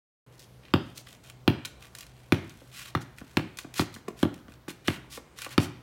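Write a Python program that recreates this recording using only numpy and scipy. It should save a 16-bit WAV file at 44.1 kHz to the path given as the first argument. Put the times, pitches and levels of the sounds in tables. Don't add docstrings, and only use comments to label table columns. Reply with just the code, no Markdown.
import sys
import numpy as np
from scipy import signal
from scipy.io import wavfile

SR = 44100
rng = np.random.default_rng(int(sys.argv[2]) if len(sys.argv) > 2 else 0)


def materialize(psi):
    bounded = np.clip(np.atleast_2d(psi).T, -1, 1)
    quanta = np.round(bounded * 32767).astype(np.int16)
    wavfile.write(sys.argv[1], SR, quanta)


def voltage_ratio(level):
    return 10 ** (np.asarray(level, float) / 20)


N = 256662

# (time [s], slap peak [dB], shell re slap [dB], thud re slap [dB], slap centre [Hz])
BOUNCES = [
    (0.7381, -12, -6.5, -9.5, 1300),
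    (1.478, -9, -9.5, -11, 1080),
    (2.3223, -8, -11, -13.5, 2380),
    (2.951, -17, -13, -9, 1280),
    (3.3707, -10.5, -12, -17.5, 2550),
    (3.7952, -14, -10.5, -12.5, 1140),
    (4.2296, -16.5, -2.5, -11.5, 1520),
    (4.882, -12.5, -13, -15.5, 2470),
    (5.5795, -9.5, -8.5, -11, 1160),
]


def band(x, low_hz, high_hz, order=2):
    sos = signal.butter(order, [low_hz, min(high_hz, 0.45 * SR)], "band", fs=SR, output="sos")
    return signal.sosfilt(sos, x)


def rms_one(x):
    return x / np.sqrt(np.mean(x ** 2) + 1e-20)


def clicks(times_s, db, signs=1):
    out = np.full(N, 1e-18)
    np.add.at(out, np.round(np.asarray(times_s) * SR).astype(int), signs * voltage_ratio(db))
    return out


def ring(x, hz, t60_s):
    r, w = voltage_ratio(-60 / (t60_s * SR)), 2 * np.pi * hz / SR
    return signal.lfilter([0, np.sin(w)], [1, -2 * r * np.cos(w), r * r], x)


def swell(times_s, db, hz, peak_s):
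    out, t = np.zeros(N), np.arange(SR // 10) / SR
    shape = t / peak_s * np.exp((1 - (t / peak_s) ** 2) / 2)
    for s, level_db, pitch_hz in np.broadcast(times_s, db, hz):
        i = round(s * SR)
        tone = voltage_ratio(level_db) * shape * np.sin(2 * np.pi * pitch_hz * t)
        out[i:i + len(t)] -= tone[:N - i]
    return out


def drift(rate_hz):
    r = np.exp(-2 * np.pi * rate_hz / SR)
    return rms_one(signal.lfilter([1], [1, -2 * r, r * r], rng.standard_normal(N + SR))[SR:])


def bounces():
    # (frequency [Hz], level [dB], time to peak [s])
    shell_modes = [(294.5, -0.5, 0.0026), (491, -9.5, 0.0017)]
    # (frequency [Hz], level [dB], time to peak [s])
    thud_modes = [(103, -2.5, .013), (145, -1.5, 0.011)]
    # (frequency [Hz], level [dB], t60 [s])
    slap_modes = [(950, -3, .006), (1300, 0, .006), (1700, -1, .005), (2300, 0, .004), (3000, -2, .004),
                  (3900, -6, .003), (5300, -10, .003)]
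    # (frequency [Hz], level [dB], t60 [s])
    air_modes = [(2170, -38, .3)]
    # (time [s], path [m])
    wall_detour = [(.74, 7.5), (2.32, 8.55), (2.95, 8.5), (3.37, 8.75), (4.23, 7.8), (4.88, 7.5),
                   (5.58, 8.2)]
    # (time [s], level [dB])
    first_echo = [(1.4, -11.5), (2.4, -16.5), (4.2, -6.5), (4.9, -9.5), (5.55, -56)]
    shell_lag_s, thud_lag_s, contact_s = 0.0016, 0.0034, 0.003

    s, slap_db, shell_db, thud_db, slap_hz = np.transpose(BOUNCES)
    wall_lags_s = np.interp(s, *np.transpose(wall_detour)) / 343
    wall_db = np.interp(s, *np.transpose(first_echo))
    out = np.zeros(N)
    for hz, db, peak_s in shell_modes:
        out += swell(s + shell_lag_s, slap_db + shell_db + 13.0 + db, hz, peak_s)
    for k, (hz, db, peak_s) in enumerate(thud_modes):
        out -= (-1) ** k * swell(s + thud_lag_s, slap_db + thud_db + 1.0 + db, hz, peak_s)

    late_s = contact_s * (np.arange(1, 5) + rng.uniform(-0.7, 0.5, (len(s), 4))) / 4
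    signs, near = rng.choice([-1, 1], (len(s), 4)), np.zeros(N)
    modes = slap_modes + air_modes
    chance_db = 1.5 * rng.standard_normal((len(s), len(modes)))
    for k, (hz, db, t60_s) in enumerate(modes):
        level_db = slap_db - 1.5 + db - 14.8 * np.abs(np.log2(hz / slap_hz)) + chance_db[:, k]
        jolts = np.zeros(N)
        for j in range(4):
            jolt_db = level_db - 4 - 2.0 * j * np.log2(hz / 900)
            jolts += clicks(s + late_s[:, j], jolt_db, signs[:, j])
        out -= ring(clicks(s, level_db), hz, t60_s)
        near += ring(jolts, hz, t60_s)

    heard = out + near
    for i, reply in zip(np.round(s * SR).astype(int), yard_replies(wall_lags_s, wall_db)):
        echo = signal.fftconvolve(out[i:i + SR // 3], reply)[:N - i]
        heard[i:i + len(echo)] += echo
    return heard


def pats():
    # (time [s], peak [dB], pitch [Hz], slap re peak [dB])
    pat_events = [
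        (0.987, -49, 554, 10),
        (2.616, -45, 524, -15),
        (3.214, -34, 248, 3),
        (3.646, -32.5, 286, 1.5),
        (3.963, -37.5, 240, 8.5),
        (4.081, -24.5, 396, 1.5),
        (4.483, -37, 230, 0),
        (4.681, -28, 322, -1),
        (5.175, -34.5, 498, 7.5),
        (5.464, -36, 545, 11),
    ]
    # (multiple of its pitch [ratio], level [dB])
    knock_tones = [(.55, 0.5), (1.001, 6), (1.7, -4.5), (2.6, -4)]
    s, db, hz, slap_db = np.transpose(pat_events)
    puff = signal.lfilter([1], [1, -voltage_ratio(-60 / (0.015 * SR))], clicks(s, db + slap_db + 3))
    knock = np.zeros(N)
    for ratio, tone_db in knock_tones:
        knock += swell(s, db - 8.0 + tone_db, hz * ratio, 0.0046 / np.sqrt(ratio))
    return knock + puff * band(rng.standard_normal(N), 530, 2060)


def sandals():
    # (time of most pressure [s], hiss [dB], fade [s], low rasp re hiss [dB])
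    drags = [(0.342, -62.5, 0.029, -7), (0.419, -55.5, 0.044, -37), (0.674, -69, 0.062, 9),
             (.87, -66, 0.076, -25), (0.984, -50, 0.038, -46), (1.11, -56, 0.067, -5),
             (1.27, -55, 0.043, -3.5), (1.68, -74, 0.021, -3), (1.84, -55, 0.047, -3),
             (2.0, -54, 0.053, -25), (2.2, -68, 0.39, -1), (2.509, -55.5, 0.012, 2), (2.631, -63, 0.27, -7),
             (2.791, -45.5, 0.073, -4.5), (2.88, -48.5, 0.033, -4), (3.019, -51, 0.018, -20),
             (3.189, -57.5, 0.028, -18), (3.33, -61.5, 0.12, -5), (3.605, -51.5, 0.036, -25),
             (3.792, -34.5, 0.043, -7.5), (3.96, -55.5, 0.037, -26), (4.212, -49.5, 0.048, -7),
             (4.37, -66, 0.043, -7), (4.52, -63.5, 0.047, -2), (4.7, -41.5, 0.019, -3),
             (4.912, -46, 0.07, 1), (5.145, -43.5, 0.046, -17), (5.423, -47, 0.065, -3),
             (5.523, -46, 0.028, -2), (5.628, -40, 0.038, -8)]
    # (time [s], peak [dB],
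    # low rasp re peak [dB])
    snaps = [(0.3925, -36.5, -24), (.9735, -31, -36), (1.0692, -39, 8.5), (1.2973, -34.5, -4.5),
             (1.6484, -28.5, 2.5), (1.6532, -22.5, -24), (1.845, -47, 12), (1.949, -31.5, -13),
             (1.984, -33.5, -31), (2.006, -33, -22), (2.0248, -38, 3.5), (2.0649, -38.5, -12),
             (2.189, -45.5, -14), (2.232, -48, -18), (2.4935, -39, -20), (3.0184, -49, 0),
             (3.183, -35.5, -2), (3.5703, -31, -16), (3.5856, -25.5, -3), (3.7385, -30.5, -40),
             (3.9399, -31.5, -30), (4.0816, -32.5, -13), (4.3406, -37, -10), (4.682, -34, -16),
             (4.8739, -23.5, -32), (5.3851, -30, -13), (5.4166, -27, -3), (5.4243, -34, -7),
             (5.4444, -30.5, 0), (5.49, -37, -19)]
    rise_share, foot_edge = 1, 0.79
    light_db, firm_db = -57, -48
    snap_t60_s, snap_growth, snap_rise_s = 0.022, 0.59, 0.0018
    crunch_db, crunch_low_db, crunch_lead_s, crunch_t60_s = -4.5, 9.5, 0.00087, 0.01
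    sand_db_per_octave = 3

    hiss, rasp = grit()
    t, judder, out = np.arange(N) / SR, crackle(), np.zeros(N)
    for s, db, fall_s, low_db in drags:
        rise_s = rise_share * fall_s
        grainy = np.interp(db, [light_db, firm_db], [1.0, 0.35])
        span = slice(round((s - rise_s) * SR), round((s + fall_s) * SR))
        since_s = t[span] - s
        phase = np.clip(since_s / np.where(since_s < 0, rise_s, fall_s), -1, 1)
        pressure = np.cos(np.pi / 2 * phase).clip(0) ** foot_edge
        out[span] += voltage_ratio(db) * pressure * judder[span] ** grainy * (hiss[span] + voltage_ratio(low_db) * rasp[span])

    crunches = []
    for s, slap_db, *_, hz in BOUNCES:
        db = slap_db + crunch_db - sand_db_per_octave * np.log2(hz / 1500)
        crunches.append((s - crunch_lead_s, db, crunch_low_db))
    for k, (onset_s, db, low_db) in enumerate(snaps + crunches):
        s = onset_s + 0.0008
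        span = slice(round(s * SR), round(s * SR) + SR // 8)
        since_s = t[span] - s
        if k >= len(snaps):
            shape = voltage_ratio(-60 * since_s / crunch_t60_s)
        else:
            t60_s = np.clip(snap_t60_s * voltage_ratio(snap_growth * (db + 30)), 0.003, 0.022)
            shape = voltage_ratio(-60 * since_s / t60_s) * np.clip(since_s / snap_rise_s, 0, 1)
            shape = shape * judder[span] ** 0.25 * voltage_ratio(7.5)
        out[span] += voltage_ratio(db - 9) * shape * (hiss[span] + voltage_ratio(min(low_db, 14)) * rasp[span])
    return out + voltage_ratio(-90 + 4.4 * drift(2)) * hiss


def grit():
    sizes = voltage_ratio(3.0 * np.minimum(rng.exponential(1, N), 3)) * rng.choice([-1, 1], N)
    struck = rng.random(N) < 3000 * voltage_ratio(4.0 * drift(60)) / SR
    grains = sizes * struck + 1.2 * rng.standard_normal(N)
    hiss = band(np.diff(grains, prepend=0) * 0.22 + grains, 2700, 6670, order=1)
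    rasp = band(grains, 1172, 4680, order=3)
    return rms_one(hiss), rms_one(rasp)


def crackle():
    cracks = (rng.random(N) < 150 / SR) * 2.0 * np.minimum(rng.exponential(1, N), 2.5)
    jumps = 1 + signal.lfilter([1], [1, -voltage_ratio(-60 / (0.005 * SR))], cracks)
    lumps_db = 4.0 * band(drift(90), 30, 200) * 1.6
    return rms_one(jumps * voltage_ratio(lumps_db))


def yard_replies(wall_lags_s, wall_db):
    # (delay [s], level [dB], low-pass cut [Hz])
    far_echoes = [(0.048, -79.5, 2000), (0.076, -53.5, 1520)]
    # (frequency [Hz], level [dB], t60 [s])
    scatter = np.array([(89, -12, 0.51), (306, -10.5, 0.38), (790, -7, 0.39), (2000, -11, 0.55),
                        (4060, -14.5, 0.53), (10000, -5.5, 0.18)])
    car_db, car_t60_s = -3, 0.042

    t = np.arange(SR // 2) / SR
    reply = np.zeros((len(wall_lags_s), len(t)))
    reply[np.arange(len(reply)), np.round(np.array(wall_lags_s) * SR).astype(int)] = voltage_ratio(wall_db)
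    reply = signal.sosfilt(signal.butter(1, 2500, fs=SR, output="sos"), reply)
    for s, db, cut_hz in far_echoes:
        click = voltage_ratio(db) * (np.arange(len(t)) == round(s * SR))
        reply += signal.sosfilt(signal.butter(1, cut_hz, fs=SR, output="sos"), click)

    edges_hz = 50 * 2 ** np.arange(0, 8.6, 0.5)
    white = rng.standard_normal((2, *reply.shape))
    for j, (low, high) in enumerate(zip(edges_hz, edges_hz[1:])):
        db, t60_s = (np.interp(np.log(low * high) / 2, np.log(scatter[:, 0]), scatter[:, k]) for k in (1, 2))
        rise_s = 0.004 + 3 / low
        shape = voltage_ratio(db - 60 * t / t60_s) * np.clip(t / rise_s, 0, 1) / np.sqrt(SR / 50)
        reply += shape * band(white[j % 2], low, high)
    quick = voltage_ratio(car_db - 60 * t / car_t60_s) * np.clip(t / 0.0021, 0, 1) / np.sqrt(SR / 400)
    return reply + quick * band(white[0, :, ::-1], 780, 3100)


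def suburb():
    # (frequency [Hz], density [dB per Hz])
    spectrum = np.array([(25, -23), (50, 6.5), (100, -11.5), (200, -6.5), (1000, -16.5), (2500, -25.5),
                         (6000, -31), (16000, -38.5)])
    suburb_db, fan_hz, fan_width_hz, fan_db = -56.5, 125.1, 3.7, -58
    edges_hz, out = 25 * 2 ** np.arange(0, 9.6, 0.5), np.zeros(N)
    white = rng.standard_normal((2, N))
    for k, (low, high) in enumerate(zip(edges_hz, edges_hz[1:])):
        db = np.interp(np.log(low * high) / 2, np.log(spectrum[:, 0]), spectrum[:, 1])
        patches_db = 1.8 * drift(2)
        out += voltage_ratio(db + patches_db) * band(white[k % 2], low, high)
    hum = band(rng.standard_normal(N), fan_hz - fan_width_hz / 2, fan_hz + fan_width_hz / 2, order=1)
    return voltage_ratio(suburb_db) * rms_one(out) + voltage_ratio(fan_db) * rms_one(hum)


def scene():
    small = pats() + sandals()
    small_echo = signal.fftconvolve(small, yard_replies([0.0222], -11.0)[0])[:N]
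    return (bounces() + small + small_echo + suburb())[None]


def low_pass(x):
    return signal.sosfilt(signal.butter(12, 17000, fs=SR, output="sos"), x)


def record(dry):
    start_s = 0.2635
    x = signal.sosfilt(signal.butter(4, 52, "high", fs=SR, output="sos"), dry)
    x = signal.sosfilt(signal.cheby2(10, 25, 16450, fs=SR, output="sos"), x)
    x = 0.8 * np.tanh(x / 0.8)
    x = x * (np.arange(N) / SR > start_s)
    return low_pass(x)


dry = scene()
out = record(dry)
materialize(out)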